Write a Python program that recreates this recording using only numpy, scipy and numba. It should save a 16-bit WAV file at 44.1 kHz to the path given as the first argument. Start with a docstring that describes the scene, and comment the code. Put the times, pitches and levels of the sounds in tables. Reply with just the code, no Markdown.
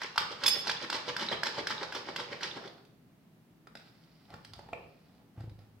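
"""A sealed plastic blender cup of juice and fruit, shaken four times a second over a tiled kitchen's
counter, within arm's reach of a two-port stereo microphone. Each forward stroke slaps the load against
the cup's end and sprays; each back stroke gulps; once, something glassy clinks. Fingers tap and rub as
the cup is turned over, then the motor base is gripped, knocks on the counter and judders along on its
rubber feet. Under it all lie low room tone and a faint appliance hum."""
import sys
import numpy as np
from scipy import signal
from scipy.fft import rfft, irfft
from scipy.io import wavfile
from scipy.ndimage import uniform_filter1d
from numba import njit

SR = 44100
rng = np.random.default_rng(int(sys.argv[2]) if len(sys.argv) > 2 else 0)


def dump(signal):
    """Clip the signal to [-1, 1] and save it as 16-bit WAV at the path in sys.argv[1]."""
    limited = np.clip(np.atleast_2d(signal).T, -1, 1)
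    pcm = np.round(limited * 32767).astype(np.int16)
    wavfile.write(sys.argv[1], SR, pcm)


N = 255780
TIME = np.arange(N) / SR

# Table levels are relative: each source adds its own gains.
# spectra of a hard hit on the cup wall, of spray and of hollow plastic: f/Hz, level/dB
WALL_SPECTRUM = [(300, -16.5), (900, -12), (2000, -3), (3200, 0.5), (5200, 0.5), (6300, -14), (8000, -14.5),
                 (9500, -25), (12000, -20.5), (16000, -38.5)]
SPRAY_SPECTRUM = [(80, -33), (500, -14.5), (1500, -8.5), (3000, 0.5), (5200, -1), (6300, -12.5),
                  (8000, -21), (9500, -25.5), (12000, -29), (16000, -45)]
HOLLOW_SPECTRUM = [(100, -2.5), (400, 0), (800, 0.5), (1500, -8.5), (3000, -16), (8000, -32.5)]
# the load hits the cup's end: t/s, slap/dB, trapped air f/Hz, wall crack/dB, surge delay/s, surge/dB
FORWARD_STROKES = [(0.018, -23, 1620, -11, 0.017, -33), (0.178, -14.5, 1303, 1, 0.028, -32),
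                   (0.436, -23.5, 1330, 7, 0.0096, -29), (0.67, -24.5, 1010, 3, 0.0092, -29.5),
                   (0.9, -23, 1330, 1, 0.047, -28), (1.165, -18, 1720, -5, 0.053, -26.5),
                   (1.433, -18.5, 1600, -1.5, .033, -30), (1.67, -20, 1640, -0.5, 0.041, -29.5),
                   (1.923, -26.5, 1560, -6, 0.038, -31.5), (2.161, -23, 1650, 1, 0.039, -32),
                   (2.409, -30, 1800, -12, 0.034, -30.5)]
# the juice falls back through the air: crest t/s, level/dB, gulp f/Hz
BACK_STROKES = [(.322, -35.5, 730), (.56, -31, 622), (.835, -30.5, 960), (1.091, -28.5, 850),
                (1.326, -26.5, 800), (1.587, -27, 620), (1.832, -29, 480), (2.091, -32, 935),
                (2.33, -32.5, 520), (2.573, -34.5, 393), (2.655, -40.5, 450)]


def amp(db):
    """Decibels to gain."""
    return 10 ** (np.asarray(db) / 20)


def unit(x):
    """Scale to an rms of one."""
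    return x / np.sqrt(np.mean(x ** 2))


def add(track, s, sound):
    """Mix a sound into a track from second s on."""
    i = max(int(s * SR), 0)
    track[i:i + len(sound)] += sound[:N - i]


def gain_at(points, hz):
    """Read a table of f/Hz, level/dB as gains."""
    f, db = np.transpose(points)
    return amp(np.interp(np.log(hz + 1), np.log(f), db))


def colour(x, points, size=2048):
    """Causal filter of unit energy with the given spectral shape, built from its cepstrum."""
    cepstrum = irfft(np.log(gain_at(points, np.fft.rfftfreq(size, 1 / SR))))
    cepstrum[1:size // 2] *= 2
    cepstrum[size // 2 + 1:] = 0
    response = irfft(np.exp(rfft(cepstrum)))
    return signal.fftconvolve(x, response / np.sqrt(np.sum(response ** 2)))[:len(x)]


def ring(hz, t60):
    """One struck mode."""
    t = TIME[:SR // 2]
    return np.sin(2 * np.pi * hz * t) * np.exp(-np.log(1000) * t / t60)


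def burst(fall_s):
    """A short crush of contact noise that starts at unit level."""
    shape = np.exp(-TIME[:SR // 20] / fall_s)
    return unit(rng.standard_normal(len(shape)) * shape) * np.sqrt(np.mean(shape ** 2))


def crackle(spread_db, click_samples=24):
    """Dense tiny clicks of very uneven size."""
    noise = rng.standard_normal(N)
    click_db = spread_db * np.minimum(rng.exponential(size=N // click_samples + 1), 5)
    return unit(noise * np.repeat(amp(click_db), click_samples)[:N])


def diffuse(count, alike_hz):
    """Noise from all sides: the bass is nearly the same at both ports, the treble unrelated."""
    mid, side = rfft(rng.standard_normal((2, count)))
    alike = .95 / (1 + (np.fft.rfftfreq(count, 1 / SR) / alike_hz) ** 2)
    left_right = np.array([[1], [-1]])
    return irfft(mid * np.sqrt((1 + alike) / 2) + side * np.sqrt((1 - alike) / 2) * left_right, count)


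def room_tone(air_db=-62):
    """Air murmurs all round the microphone and an appliance hums faintly."""
    # the kitchen's air spectrum and the hum's tones: f/Hz, level/dB
    air_spectrum = [(15, -42.5), (25, -12), (55, -8.5), (82, -21), (104, -9), (164, -6), (183, -6.5),
                    (246, -7), (482, -21), (684, -22), (1110, -26.5), (2920, -32), (3340, -34), (7500, -42),
                    (15500, -39)]
    hum_tones = [(59.2, -87), (118.4, -77.5), (161.5, -70.5)]
    air = unit(np.array([colour(port, air_spectrum) for port in diffuse(N, alike_hz=693)]))
    hum = sum(amp(db) * unit(np.sin(2 * np.pi * hz * TIME)) for hz, db in hum_tones)
    return amp(air_db) * air + hum


def kitchen_reverb(x, bands_hz=(100, 900, 4800, 11000), t60s=(.98, .57, .57, .31), tail_db=-4):
    """The tiled kitchen rings on, shortest in the treble."""
    t = TIME[:SR]
    hz = np.fft.rfftfreq(SR, 1 / SR)
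    noise, tail = rfft(diffuse(SR, alike_hz=480)), 0
    for share, t60 in zip(np.eye(4), t60s):
        band = irfft(noise * np.interp(np.log(hz + 1), np.log(bands_hz), share), SR)
        tail = tail + band * np.exp(-np.log(1000) * t / t60)
    response = amp(tail_db) * unit(tail * np.clip(t / .0033, 0, 1)) / np.sqrt(SR)
    return signal.fftconvolve(x[None], response, axes=1)[:, :N]


def near_echoes(x, early_db=-2, early_s=.0025):
    """Counter, tiles and body scatter the sound for a few milliseconds, differently at each port."""
    t = TIME[:SR // 10]
    echoes = unit(diffuse(len(t), alike_hz=560) * np.exp(-t / early_s) * (t > .0006)) / np.sqrt(len(t))
    response = rfft((t == 0) + amp(early_db) * echoes)
    # the scatter smears the sound but leaves its broad colour alone
    response = response / np.sqrt(uniform_filter1d(abs(response) ** 2, size=60, axis=1))
    return signal.fftconvolve(x[None], irfft(response, len(t))[:, :len(t) // 2], axes=1)[:, :N]


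def rub_envelope(moves, attack_s=.033, release_s=.025):
    """Each rubbing movement builds up, holds for its length and dies away."""
    return sum(amp(db) * np.clip((TIME - s) / attack_s + 1, 0, 1)
               * np.exp(-np.maximum(TIME - s - length, 0) / release_s) for s, length, db in moves)


def rubbing():
    """Hands rub the plastic, a knitted sleeve swishes and the base rumbles as it drags on the counter."""
    # movements of hand, sleeve and base: t/s, length/s, level/dB
    grips = [(2.7, .1, -61), (4.31, 0.033, -49.5), (4.53, 0.31, -60), (5.1, .12, -68), (5.38, 0.064, -57),
             (5.6, 0.021, -62)]
    swishes = [(3.78, 0.11, -60.5), (3.95, .5, -65), (4.78, 0.41, -69.5), (5.4, .04, -68),
               (5.6, 0.023, -68)]
    drags = [(4.32, 0.045, -57), (4.5, 0.15, -51), (4.75, 0.062, -54), (5.1, .08, -63)]
    # friction spectra of sleeve and base: f/Hz, level/dB
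    sleeve_spectrum = [(800, 0), (2000, -3.5), (3500, -4), (5000, -0.5), (6300, -17), (9000, -21),
                       (16000, -23)]
    drag_spectrum = [(25, -18), (55, 2), (105, 2.5), (170, -5.5), (400, -20), (2000, -82)]
    hands = colour(rub_envelope(grips) * crackle(spread_db=3), HOLLOW_SPECTRUM)
    sleeve = colour(rub_envelope(swishes) * crackle(spread_db=3), sleeve_spectrum)
    rumble = colour(rub_envelope(drags) * rng.standard_normal(N), drag_spectrum)
    return amp(-4.5) * hands + amp(-6) * sleeve + amp(-8.5) * rumble


def finger_taps():
    """Fingers on plastic: a sharp click, a hollow body under it and a brief ring of the touched spot."""
    # taps: t/s, click/dB, body/dB, ring f/Hz
    taps = [(2.782, -62, -60, 1424), (2.851, -56, -68, 1400), (3.671, -54, -49, 1290),
            (3.753, -42.5, -47.5, 1526), (3.772, -46.5, -63, 1500), (4.303, -54, -56, 755),
            (4.34, -49.5, -46, 1370), (4.448, -40.5, -59, 1480), (4.535, -40.5, -54.5, 1290),
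            (4.592, -51, -48, 785), (4.688, -65, -50, 910), (5.406, -57.5, -49.5, 755),
            (5.496, -55.5, -70, 1310), (5.59, -60, -62, 750)]
    # the click's spectrum: f/Hz, level/dB
    click_spectrum = [(500, -32), (1500, -3.5), (3000, 1), (5000, 3.5), (6500, -12), (10000, -14.5),
                      (16000, -25)]
    clicks, bodies, rings = np.zeros((3, N))
    for s, click_db, body_db, hz in taps:
        add(clicks, s, amp(click_db) * burst(fall_s=.0023))
        add(bodies, s, amp(body_db + 2) * burst(fall_s=.0043))
        add(rings, s, amp(body_db + 10) * ring(hz, t60=.011))
    return colour(clicks, click_spectrum) + colour(bodies, HOLLOW_SPECTRUM) + rings


def feet_judder(push_s=.0024):
    """Rubber feet slip and catch on the counter; each soft push rocks the base."""
    # slips: t/s, level/dB
    slips = [(5.375, -34), (5.403, -33.5), (5.436, -32.5), (5.473, -33.5), (5.512, -38), (5.55, -42.5),
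             (5.585, -43.5)]
    # modes of the base on its feet: f/Hz, level/dB, t60/s
    rocking_modes = [(90.3, -7, 0.04), (108, -1.5, 0.11), (152.4, -19, 0.056), (323, -12.5, 0.062),
                     (486, -12, 0.033), (747, -32, 0.12)]
    push = 1 - np.exp(-TIME[:SR // 2] / push_s)
    rocking = sum(amp(db) * ring(hz, t60) for hz, db, t60 in rocking_modes)
    out = np.zeros(N)
    for s, db in slips:
        add(out, s, amp(db) * push * rocking)
    return out


def base_knock():
    """The motor base drops onto its foot: the shell sounds first, the heavy body just after."""
    # the landing on the counter: t/s, level/dB
    landings = [(4.7293, -30)]
    # modes of the base: f/Hz, level/dB, t60/s, delay/s
    base_modes = [(130, -21, 0.07, 0.0044), (542, 4.5, 0.015, 0.0022), (703, -2, 0.033, 0),
                  (1130, -5.5, 0.016, 0.0015), (2450, 1.5, 0.014, 0.0041), (2700, -14, 0.014, 0.0019),
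                  (7600, -26, 0.0074, 0)]
    out = np.zeros(N)
    for s, db in landings:
        for hz, mode_db, t60, delay in base_modes:
            add(out, s + delay, amp(db + mode_db) * ring(hz, t60))
    return out


def glass_clink(detune=.0019):
    """A quick chatter of hard contacts sets the same high modes ringing."""
    # contacts: t/s, level/dB, tilt/(dB per octave)
    contacts = [(.4612, -27, -0.5), (.4635, -20, 0.5), (.479, -19.5, 3)]
    # glassy modes: f/Hz, level/dB, t60/s
    glass_modes = [(3482, -4.5, 0.05), (3510, 0.5, 0.057), (4640, -1.5, 0.12), (5168, 0, 0.092),
                   (5180, -2, .12), (6330, -6.5, 0.1), (7520, -10, .09), (10130, -7, .1),
                   (10380, -22.5, 0.11), (12260, -13, 0.074), (13000, -13, .09), (14330, -29, .1),
                   (15430, -22, .06)]
    rings, clicks = np.zeros((2, N))
    for s, db, tilt_db in contacts:
        for hz, mode_db, t60 in glass_modes:
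            gain = amp(db + mode_db + tilt_db * np.log2(hz / 5000))
            add(rings, s, gain * ring(hz * (1 + detune * rng.standard_normal()), t60))
        add(clicks, s, amp(db - 3) * burst(fall_s=.0065))
    return amp(-5) * rings + colour(clicks, WALL_SPECTRUM)


@njit
def chirps(starts, hz, gains, cycles, glide):
    """Bubble tones: damped sines whose pitch rises as they fade."""
    out = np.zeros(N)
    for k in range(len(starts)):
        life = cycles[k] * SR / hz[k]
        for i in range(min(int(life), N - starts[k])):
            age = i / life
            swell = 1 - np.exp(-age * cycles[k])
            phase = 2 * np.pi * hz[k] * i / SR * (1 + glide * age / 2)
            out[starts[k] + i] += gains[k] * swell * np.exp(-6 * age) * np.sin(phase)
    return out


def plinks(cycles=30.0, glide=.13):
    """Small bubbles ring long enough to stand out of the wash."""
    # single bubbles: t/s, level/dB, f/Hz
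    lone_bubbles = [(.769, -31.5, 3430), (1.2872, -20, 3820), (1.327, -24, 3130), (1.469, -26.5, 4200),
                    (1.780, -29.5, 3700), (2.5128, -31.5, 3510)]
    s, db, hz = np.transpose(lone_bubbles)
    return chirps((s * SR).astype(np.int64), hz.copy(), amp(db + 4), np.full(len(s), cycles), glide)


def glugs(count=3, gap_s=.013, step_octaves=.25, scatter_octaves=.12, cycles=9.0, glide=.15):
    """On each back stroke the air breaks through in a few bubbles, the biggest and lowest first."""
    s, db, hz = np.repeat(BACK_STROKES, count, axis=0).T
    late, detune = rng.uniform(-.87, 1, (len(s), 2)).T
    turn = np.arange(len(s)) % count - (count - 1) / 2
    starts = ((s + gap_s * (turn + late / 2)) * SR).astype(np.int64)
    bubble_hz = hz * 2 ** (step_octaves * turn + scatter_octaves * detune)
    return chirps(starts, bubble_hz, amp(db - 2), np.full(len(s), cycles), glide)


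def bubbles(flow, low_hz, high_hz, cycles, spread_db, count, glide=.15, sink_octaves_per_s=0):
    """Air pockets ring briefly, each scaled by the flow that made it; foam can lower their pitch."""
    when, pitch, size, life, sign = rng.random((count, 5)).T
    starts = ((np.arange(count) + when) * (N - 1) / count).astype(np.int64)
    shaken_s = np.minimum(starts / SR, BACK_STROKES[-1][0])
    hz = low_hz * (high_hz / low_hz) ** pitch * 2 ** (-sink_octaves_per_s * shaken_s)
    gains = amp(-spread_db * np.log(np.maximum(size, .03))) * np.sqrt(hz) * np.sign(sign - .5)
    lives = cycles * (.5 + life)
    steady_rms = np.std(chirps(starts, hz, gains, lives, glide))
    return chirps(starts, hz, gains * flow[starts], lives, glide) / steady_rms


def surge(s, rise_s, fall_s, churn_db=-23, churn_s=.065):
    """The flow swells to a crest at second s and falls away, with weaker churning around it."""
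    age = TIME - s
    return np.exp(np.minimum(age / rise_s, -age / fall_s)) + amp(churn_db) * np.exp(-abs(age) / churn_s)


def slosh(deepen_db_per_s=1.5, dull_db_per_s=1.5):
    """Every surge folds in bubbles and throws spray: forward strokes are bright, back strokes deep."""
    forward = sum(amp(db) * surge(s + delay, rise_s=.019, fall_s=.021)
                  for s, *_, delay, db in FORWARD_STROKES)
    back = sum(amp(db) * surge(s, rise_s=.016, fall_s=.013) for s, db, _ in BACK_STROKES)
    flow = forward + back
    # as the juice foams up, the slosh gets deeper and the back strokes spray less
    end = BACK_STROKES[-1][0]
    foam_s = np.minimum(TIME, end) - end / 2  # time from the middle of the shaking
    deep = (amp(-14) * forward + amp(-9.5) * back) * amp(deepen_db_per_s * foam_s)
    thrown = amp(-2) * forward + amp(-5.5 - dull_db_per_s * foam_s) * back
    small = bubbles(flow, low_hz=850, high_hz=2150, cycles=3.2, spread_db=5, count=4000)
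    gulps = bubbles(deep, low_hz=414, high_hz=1150, cycles=6.5, spread_db=4.5, count=1500,
                    sink_octaves_per_s=.2)
    thuds = bubbles(np.sqrt(deep * flow), low_hz=110.8, high_hz=368, cycles=12, spread_db=2.5,
                    count=1600, glide=.11)
    spray = colour(thrown * crackle(spread_db=3.5), SPRAY_SPECTRUM)
    return amp(-9) * small + amp(-2) * gulps + amp(-15.5) * thuds + amp(-6.5) * spray


def slaps(cycles=8, cushion_s=.001):
    """Trapped air rings, the cup knocks and its wall cracks: sharply under juice, duller under fruit."""
    # fruit chunks that hit the wall hard: t/s, level/dB, ring f/Hz, wall crack/dB
    chunks = [(.159, -30.5, 990, 0), (.695, -16, 1790, -3), (.713, -29.5, 940, 6.5),
              (.927, -21.5, 1100, 0.5), (1.092, -28.5, 1100, -21), (1.194, -25.5, 1320, -6.5),
              (1.468, -22, 1340, 0), (1.705, -21.5, 1200, -7), (1.949, -20.5, 1660, -6.5),
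              (2.43, -32.5, 1150, 9.5), (2.675, -47.5, 1080, 9)]
    # spectrum of the cup's knock: f/Hz, level/dB
    shell_spectrum = [(70, -41.5), (300, -14.5), (800, -4), (1300, -0.5), (1750, -0.5), (2200, -10.5),
                      (5000, -31.5)]
    pockets, cracks, thumps, knocks = np.zeros((4, N))
    cushion = 1 - np.exp(-TIME[:SR // 20] / cushion_s)
    for s, db, hz, *_ in list(FORWARD_STROKES) + list(chunks):
        swell = 1 - np.exp(-TIME[:SR // 2] * hz)  # the pocket takes a cycle to close
        add(pockets, s, amp(db + 8) * swell * ring(hz, cycles / hz))
        add(knocks, s, amp(db - 9) * burst(fall_s=.003))
    for s, db, _, wall_db, *_ in FORWARD_STROKES:
        add(cracks, s, amp(db + wall_db - 2) * cushion * burst(fall_s=.003))
    for s, db, _, wall_db in chunks:
        add(thumps, s, amp(db + wall_db - 2) * cushion * burst(fall_s=.0038))
    wall = colour(cracks, WALL_SPECTRUM) + colour(thumps, SPRAY_SPECTRUM)
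    return pockets + wall + colour(knocks, shell_spectrum)


def scene():
    """Cup, glass, base and hands within arm's reach; the judder comes mostly through the counter."""
    spots = [slaps(), slosh(), glugs() + plinks(), glass_clink(), base_knock() + rubbing()]
    fingers, feet = finger_taps(), feet_judder()
    reverb = kitchen_reverb(sum(spots) + amp(1) * fingers + amp(-7) * feet)
    return sum(near_echoes(x) for x in spots + [fingers]) + feet + reverb + room_tone()


def record(dry, lag_s=.000025, low_cut_hz=58, high_cut_hz=15900):
    """Each microphone port has its own colour and the left one lags; deep bass and the top are cut."""
    # balance of the two ports: f/Hz, left minus right/dB
    port_balance = [(200, 0.5), (700, -1.5), (1300, 0), (2400, 0.5), (4600, -6.5), (6500, -1), (9000, -1.5),
                    (13000, 1.5)]
    hz = np.fft.rfftfreq(N, 1 / SR)
    tilt = np.sqrt(gain_at(port_balance, hz))
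    ports = np.array([tilt * np.exp(-2j * np.pi * hz * lag_s), 1 / tilt])
    heard = irfft(rfft(dry) * ports, N)
    heard = signal.sosfilt(signal.butter(3, low_cut_hz, "high", fs=SR, output="sos"), heard)
    return signal.sosfilt(signal.ellip(10, .2, 80, high_cut_hz, fs=SR, output="sos"), heard)


dry = scene()
out = record(dry)
dump(out)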